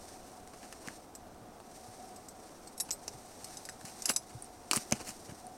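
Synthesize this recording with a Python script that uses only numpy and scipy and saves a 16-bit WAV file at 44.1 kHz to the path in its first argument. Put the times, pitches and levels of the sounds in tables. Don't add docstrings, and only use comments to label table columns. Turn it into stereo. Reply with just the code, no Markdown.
import sys
import numpy as np
from scipy import signal
from scipy.fft import rfft, irfft, next_fast_len
from scipy.io import wavfile
from scipy.ndimage import map_coordinates

SR = 44100
rng = np.random.default_rng(int(sys.argv[2]) if len(sys.argv) > 2 else 0)


def int16_out(signal):
    q = np.round(np.clip(np.atleast_2d(signal).T, -1, 1) * 32767)
    wavfile.write(sys.argv[1], SR, q.astype(np.int16))


N = 245631

# centre_hz, half_width_hz, gain_db
DRONE_RESONANCES = [(228, 11, -8), (733.6, 31, 0)]
# time_s, level_db
DRONE_LEVELS = [(0, -58), (.9, -62.5), (1.6, -60), (2.05, -55.5), (2.6, -62), (4, -59.5), (5.38, -59),
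                (5.48, -51), (5.57, -56)]
# frequency_hz, gain_db
WIND_SPECTRUM = [(15, -21), (25, 0.5), (50, -14), (80, -3.5), (140, -7.5), (225, -1.5), (340, -2),
                 (490, -4.5), (750, -3), (1000, -9.5), (1400, -14), (2000, -24), (3500, -32.5), (7000, -61)]
# frequency_hz, gain_db
CLOTH_SPECTRUM = [(800, -9), (2000, -6), (3200, -12), (3900, -5.5), (5000, -4), (5800, 0.5), (6800, -5),
                  (7700, -4.5), (8700, 0.5), (10300, -11), (13000, -12.5), (16000, -35)]
# peak_s, level_db, half_length_s
CLOTH_SWISHES = [(0.088, -55.5, 0.057), (0.302, -60, 0.069), (0.677, -59, 0.11), (0.898, -55.5, 0.053),
                 (1.764, -54, 0.01), (1.94, -58.5, 0.15), (2.493, -62, .2), (3.09, -58.5, 0.18),
                 (3.507, -54, 0.11), (3.994, -54, 0.11), (4.36, -60, 0.11), (4.799, -48, 0.027),
                 (5.032, -56, 0.24), (5.5, -66, .15)]
# frequency_hz, gain_db
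STONE_SPECTRUM = [(30, -32), (100, -7), (300, 5), (1200, 2), (2100, -0.5), (2850, 2.5), (3400, -11),
                  (4300, 2), (6000, 2), (9000, 3.5), (11000, -4), (16000, -15)]
# peak_s, level_db, half_length_s, treble_tilt_db_per_octave
SOLE_SCUFFS = [(.54, -51.5, 0.006, -5), (0.643, -54, .022, -2.5), (0.876, -51, 0.033, -6),
               (2.893, -45.5, 0.0039, -4), (3.885, -48, 0.014, 0.5), (4.078, -55, 0.013, 3),
               (4.1, -33.5, 0.012, -0.5), (4.305, -52, 0.0086, -1), (4.744, -36.5, 0.011, 0.5),
               (4.764, -32.5, 0.0085, 0), (4.926, -36.5, 0.0072, -8.5), (4.962, -47.5, 0.011, -2.5),
               (5.01, -44, .011, -3), (5.087, -43, 0.022, 0), (5.301, -50, 0.013, -5)]
# start_s, level_db, pitch_hz, t60_s
LOW_THUDS = [(.876, -30.5, 220, 0.029), (1.335, -41, 65, 0.074), (1.413, -46, 114, .12),
             (1.881, -45, 103, 0.15), (3.142, -47, 124, .13), (3.432, -44.5, 108, .09),
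             (3.843, -32, 175, 0.022), (4.1, -41, 182, 0.045), (4.348, -34, 115, 0.09),
             (4.713, -30, 292, 0.013), (4.7691, -21, 221, .034), (4.9226, -14.5, 226, 0.031),
             (4.9358, -29, 200, .04), (5.086, -39, 214, 0.061), (5.292, -28.5, 169, 0.017),
             (5.321, -29.5, 192, 0.017)]
GEAR_MODES = { "clip": [(4125, -10.5, .05), (5080, -7, 0.047), (7200, 1, 0.04), (7820, 2, 0.06),
              (8150, 2, 0.067), (11800, -12, .08), (12200, -18, .08), (13000, -6, 0.067),
              (13900, -22, .06)], "ring": [(3900, -3.5, 0.026), (5520, -0.5, 0.06), (6760, -1, 0.039),
              (7700, -1, .044), (8050, -2, 0.053), (8650, -3, 0.045), (10400, 1, 0.084), (11490, -3, 0.071),
              (13580, -15, .05)], "hook": [(3840, -6.5, 0.035), (5070, -4.5, 0.081), (6070, -3.5, 0.063),
              (7750, 4.5, 0.031), (8400, -5, 0.047), (10540, -5.5, 0.087), (11310, -15, 0.06),
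              (11300, -12, 0.064), (13300, -20, .06)], "zip": [(4390, 0.5, 0.036), (8100, 4, 0.047),
              (10320, -15, .05), (12520, -17, .06), (13200, -14, .06)], "buckle": [(4950, 6, 0.02),
              (6100, 2, 0.034), (7400, 4.5, .035), (7540, -5, .06), (9830, 4, .025), (10280, -17, .09),
              (11200, 0, 0.13), (12600, -16, 0.066)]}
# frequency_hz, gain_db
CLASH_SPECTRUM = [(200, -32), (1000, -8), (2700, -5.5), (3300, -13), (4000, -7), (5200, 8), (8200, 5),
                  (9500, -0.5), (12000, -3.5), (16000, -34)]
# start_s, level_db, clash_re_ring_db, ringing_piece, contact_count
GEAR_KNOCKS = [(1.151, -43.5, -1.5, "clip", 1), (2.161, -49.5, 0, "clip", 1), (2.285, -45, -1, "clip", 1),
               (2.673, -44.5, -4, "zip", 1), (2.778, -41, -15, "ring", 1), (2.7997, -34.5, 5.5, "ring", 1),
               (2.805, -26.5, -7, "ring", 1), (2.912, -35, -6, "clip", 4), (3.4431, -40.5, 1.5, "zip", 1),
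               (3.57, -38, -4.5, "hook", 1), (3.6518, -41, -0.5, "hook", 1), (3.694, -40, -14, "hook", 1),
               (4.0207, -47, 14, "buckle", 1), (4.056, -25.5, 2.5, "buckle", 1),
               (4.0935, -21, -11, "buckle", 1), (4.103, -35.5, -9, "clip", 2), (4.135, -40, -5, "hook", 1),
               (4.1618, -22, -1, "hook", 1)]
# start_s, level_db, pitch_hz, emphasis_db, crumble_re_crack_db
CRACKS_AND_KNOCK = [(.475, -44, 4000, -3, -16), (.63, -47, 1870, 16, -4), (.726, -37, 1840, 11, -8.5),
                    (0.875, -35.5, 1800, 2, -16), (.885, -29.5, 1800, 22, -24), (1.602, -39, 764, 35, -11),
                    (3.6888, -44.5, 1720, 10.5, 6), (3.812, -42.5, 1700, 11, -9),
                    (4.0518, -45, 2680, 23, -2), (4.092, -32, 2970, 15, 2), (4.1, -21, 1500, 15, -19),
                    (4.7123, -16, 2960, 7, -8), (4.7327, -18, 1140, 12, -11.5), (4.7744, -26, 2600, 5, -9),
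                    (4.9238, -20, 1980, 10, -20), (4.931, -29, 2780, 26, -19)]
# start_s, level_db, pitch_hz, emphasis_db, t60_s
POLE_TICKS = [(2.9076, -23, 6300, 29, .008), (2.912, -21.5, 6370, 29, 0.0084),
              (3.0793, -30.5, 5770, 14, 0.033), (3.852, -40, 5900, 1, 0.051),
              (4.423, -36.5, 9250, 26, 0.025), (4.444, -42, 9200, 34, 0.017), (4.762, -18, 8800, 18, .007),
              (4.768, -17.5, 9900, 20, 0.0048), (4.9114, -31, 7100, 6, .007),
              (4.923, -16.5, 6060, 18, 0.011), (5.468, -41.5, 9900, 16, 0.015)]


def amp(db):
    return 10 ** (np.asarray(db) / 20)


def unit(x):
    return x / np.sqrt(np.mean(x ** 2) + 1e-20)


def along(spectrum, hz):
    knots_hz, db = np.transpose(spectrum)
    return np.interp(np.log(hz + 1), np.log(knots_hz), db)


def wobble(rate_hz):
    knots = rng.standard_normal(int(N * rate_hz / SR) + 4)
    return map_coordinates(knots, [np.arange(N) * rate_hz / SR])


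def coloured(x, gain):
    size = next_fast_len(len(x) + 2048)
    return irfft(rfft(x, size) * gain(np.fft.rfftfreq(size, 1 / SR)), size)[:len(x)]


def noise(gain, size=N):
    return unit(coloured(rng.standard_normal(size), gain))


def grains(size, spread):
    return rng.standard_normal(size) * np.exp(spread * np.clip(rng.standard_normal(size), -2, 2))


def fade(t, t60):
    return np.exp(-np.log(1000) * t / t60)


def burst(envelope, gain):
    return unit(envelope * noise(gain, len(envelope))) * np.sqrt(np.mean(envelope ** 2))


def add(track, start_s, sound):
    part = track[max(round(start_s * SR), 0):][:len(sound)]
    part += sound[:len(part)]


def radiated(x, low_hz, order):
    return signal.sosfilt(signal.butter(order, low_hz, "highpass", fs=SR, output="sos"), x)


def hollow_drone():
    hollow = lambda f: sum(amp(db) / (1 + ((f - hz) / width) ** 2) for hz, width, db in DRONE_RESONANCES)
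    level_db = np.interp(np.arange(N) / SR, *np.transpose(DRONE_LEVELS))
    return amp(level_db) * noise(hollow)


def wind(rush_db=-54.5, swirl_db=0.6, hiss_db=-67, buffet_db=-69):
    rush = noise(lambda f: amp(along(WIND_SPECTRUM, f)))
    eddies = noise(lambda f: 1 / (1 + (f / 110) ** 4))
    buffet = amp(buffet_db + 3.9 * wobble(9.3)) * eddies
    hiss = noise(lambda f: 1 / np.hypot(1, f / 7000))
    return amp(rush_db + swirl_db * wobble(7.9)) * rush + buffet + amp(hiss_db) * hiss


def clothing(rest_db=-66.5, flutter_db=1.63):
    t = np.arange(N) / SR
    power = amp(rest_db) ** 2
    for peak_s, db, half_s in CLOTH_SWISHES:
        power += amp(db) ** 2 * np.exp(-.5 * ((t - peak_s) / half_s) ** 2)
    fibres = grains(N, spread=0.61) * amp(flutter_db * wobble(70))
    return np.sqrt(power) * unit(coloured(fibres, lambda f: amp(along(CLOTH_SPECTRUM, f))))


def boulder_reflections(x, t60_s=0.1, build_s=0.0048, wet_db=-19):
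    t = np.arange(SR // 4) / SR
    tail = rng.standard_normal(len(t)) * fade(t, t60_s) * (1 - np.exp(-t / build_s))
    return x + amp(wet_db) * signal.fftconvolve(x, tail / np.linalg.norm(tail))[:N]


def sole_scuffs(clump_db=3, clump_rate_hz=800):
    out, t = np.zeros(N), np.arange(-SR // 10, SR // 10) / SR
    clumps = amp(clump_db * np.clip(wobble(clump_rate_hz), -2, 2))
    for peak_s, db, half_s, tilt_db in SOLE_SCUFFS:
        gain = lambda f: amp(along(STONE_SPECTRUM, f) + tilt_db * np.log2(1 + f / 500))
        grit = unit(coloured(grains(len(t), spread=0.58), gain))
        swell = np.exp(-.5 * (t / half_s) ** 2)
        add(out, peak_s + t[0], amp(db) * grit * swell)
    return out * unit(clumps)


def low_thuds(attack_s=0.0015, upper_ratio=2.55, upper_db=-6, lower_ratio=0.654, lower_db=-12, low_hz=85):
    out, t = np.zeros(N), np.arange(SR // 5) / SR
    for start_s, db, hz, t60 in LOW_THUDS:
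        mode = lambda ratio: np.sin(2 * np.pi * hz * ratio * t) * fade(t * ratio, t60)
        knock = mode(1) + amp(upper_db) * mode(upper_ratio) + amp(lower_db) * mode(lower_ratio)
        add(out, start_s, amp(db) * knock * (1 - np.exp(-t / attack_s)))
    return radiated(out, low_hz, order=3)


def metal_ring(t, piece, scatter_db=0.7, detune=0.0004):
    hz, mode_db, t60 = np.transpose(GEAR_MODES[piece])[:, :, None]
    strength, shift, phase = rng.standard_normal((3, len(hz), 1))
    size = amp(mode_db + scatter_db * strength)
    modes = size * fade(t, t60) * np.sin(2 * np.pi * (hz * (1 + detune * shift) * t + phase))
    return modes.sum(axis=0) / np.sqrt(np.sum(size ** 2) / 2)


def gear_jangle(attack_s=0.00045, clash_t60_s=0.04, chatter_gap_s=0.006, chatter_loss_db=0.5):
    out, t = np.zeros(N), np.arange(SR // 5) / SR
    onset = 1 - np.exp(-t / attack_s)
    for start_s, db, clash_db, piece, count in GEAR_KNOCKS:
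        for k in range(round(count)):
            ring = metal_ring(t, piece)
            clash = burst(fade(t, clash_t60_s), lambda f: amp(along(CLASH_SPECTRUM, f)))
            knock = (ring + amp(clash_db) * clash) * onset
            add(out, start_s + k * chatter_gap_s, amp(db - k * chatter_loss_db) * knock)
    return out


def hard_contact(envelope, hz, emphasis_db, top_hz, width_octaves=0.23):
    hump = lambda f: np.exp(-.5 * (np.log2((f + 1) / hz) / width_octaves) ** 2)
    colour = lambda f: amp(along(STONE_SPECTRUM, f) + emphasis_db * hump(f))
    return burst(envelope, lambda f: colour(f) / np.hypot(1, (f / top_hz) ** 2))


def hard_clicks(crack_t60_s=0.0083, crumble_t60_s=0.048, crumbs_per_s=2, crumb_db=-53):
    out, t = np.zeros(N), np.arange(SR // 10) / SR
    crack = fade(t, crack_t60_s)
    for start_s, db, hz, emphasis_db, crumble_db in CRACKS_AND_KNOCK:
        envelope = np.hypot(crack, amp(crumble_db) * fade(t, crumble_t60_s))
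        add(out, start_s, amp(db) * hard_contact(envelope, hz, emphasis_db, top_hz=12500))
    for start_s, db, hz, emphasis_db, t60 in POLE_TICKS:
        add(out, start_s, amp(db) * hard_contact(fade(t, t60), hz, emphasis_db, top_hz=19000))
    for when, size in rng.random((round(crumbs_per_s * N / SR), 2)):
        db = crumb_db + 4 * (2 * size - 1)
        add(out, when * N / SR, amp(db) * hard_contact(crack, hz=6500, emphasis_db=-3, top_hz=12000))
    return radiated(out, low_hz=110, order=2)


def scene():
    contacts = gear_jangle() + hard_clicks() + low_thuds() + sole_scuffs()
    mono = boulder_reflections(contacts) + clothing() + wind() + hollow_drone()
    return np.array([mono, mono])


def record(dry, top_hz=16100):
    return np.array([coloured(channel, lambda f: f < top_hz) for channel in dry])


dry = scene()
out = record(dry)
int16_out(out)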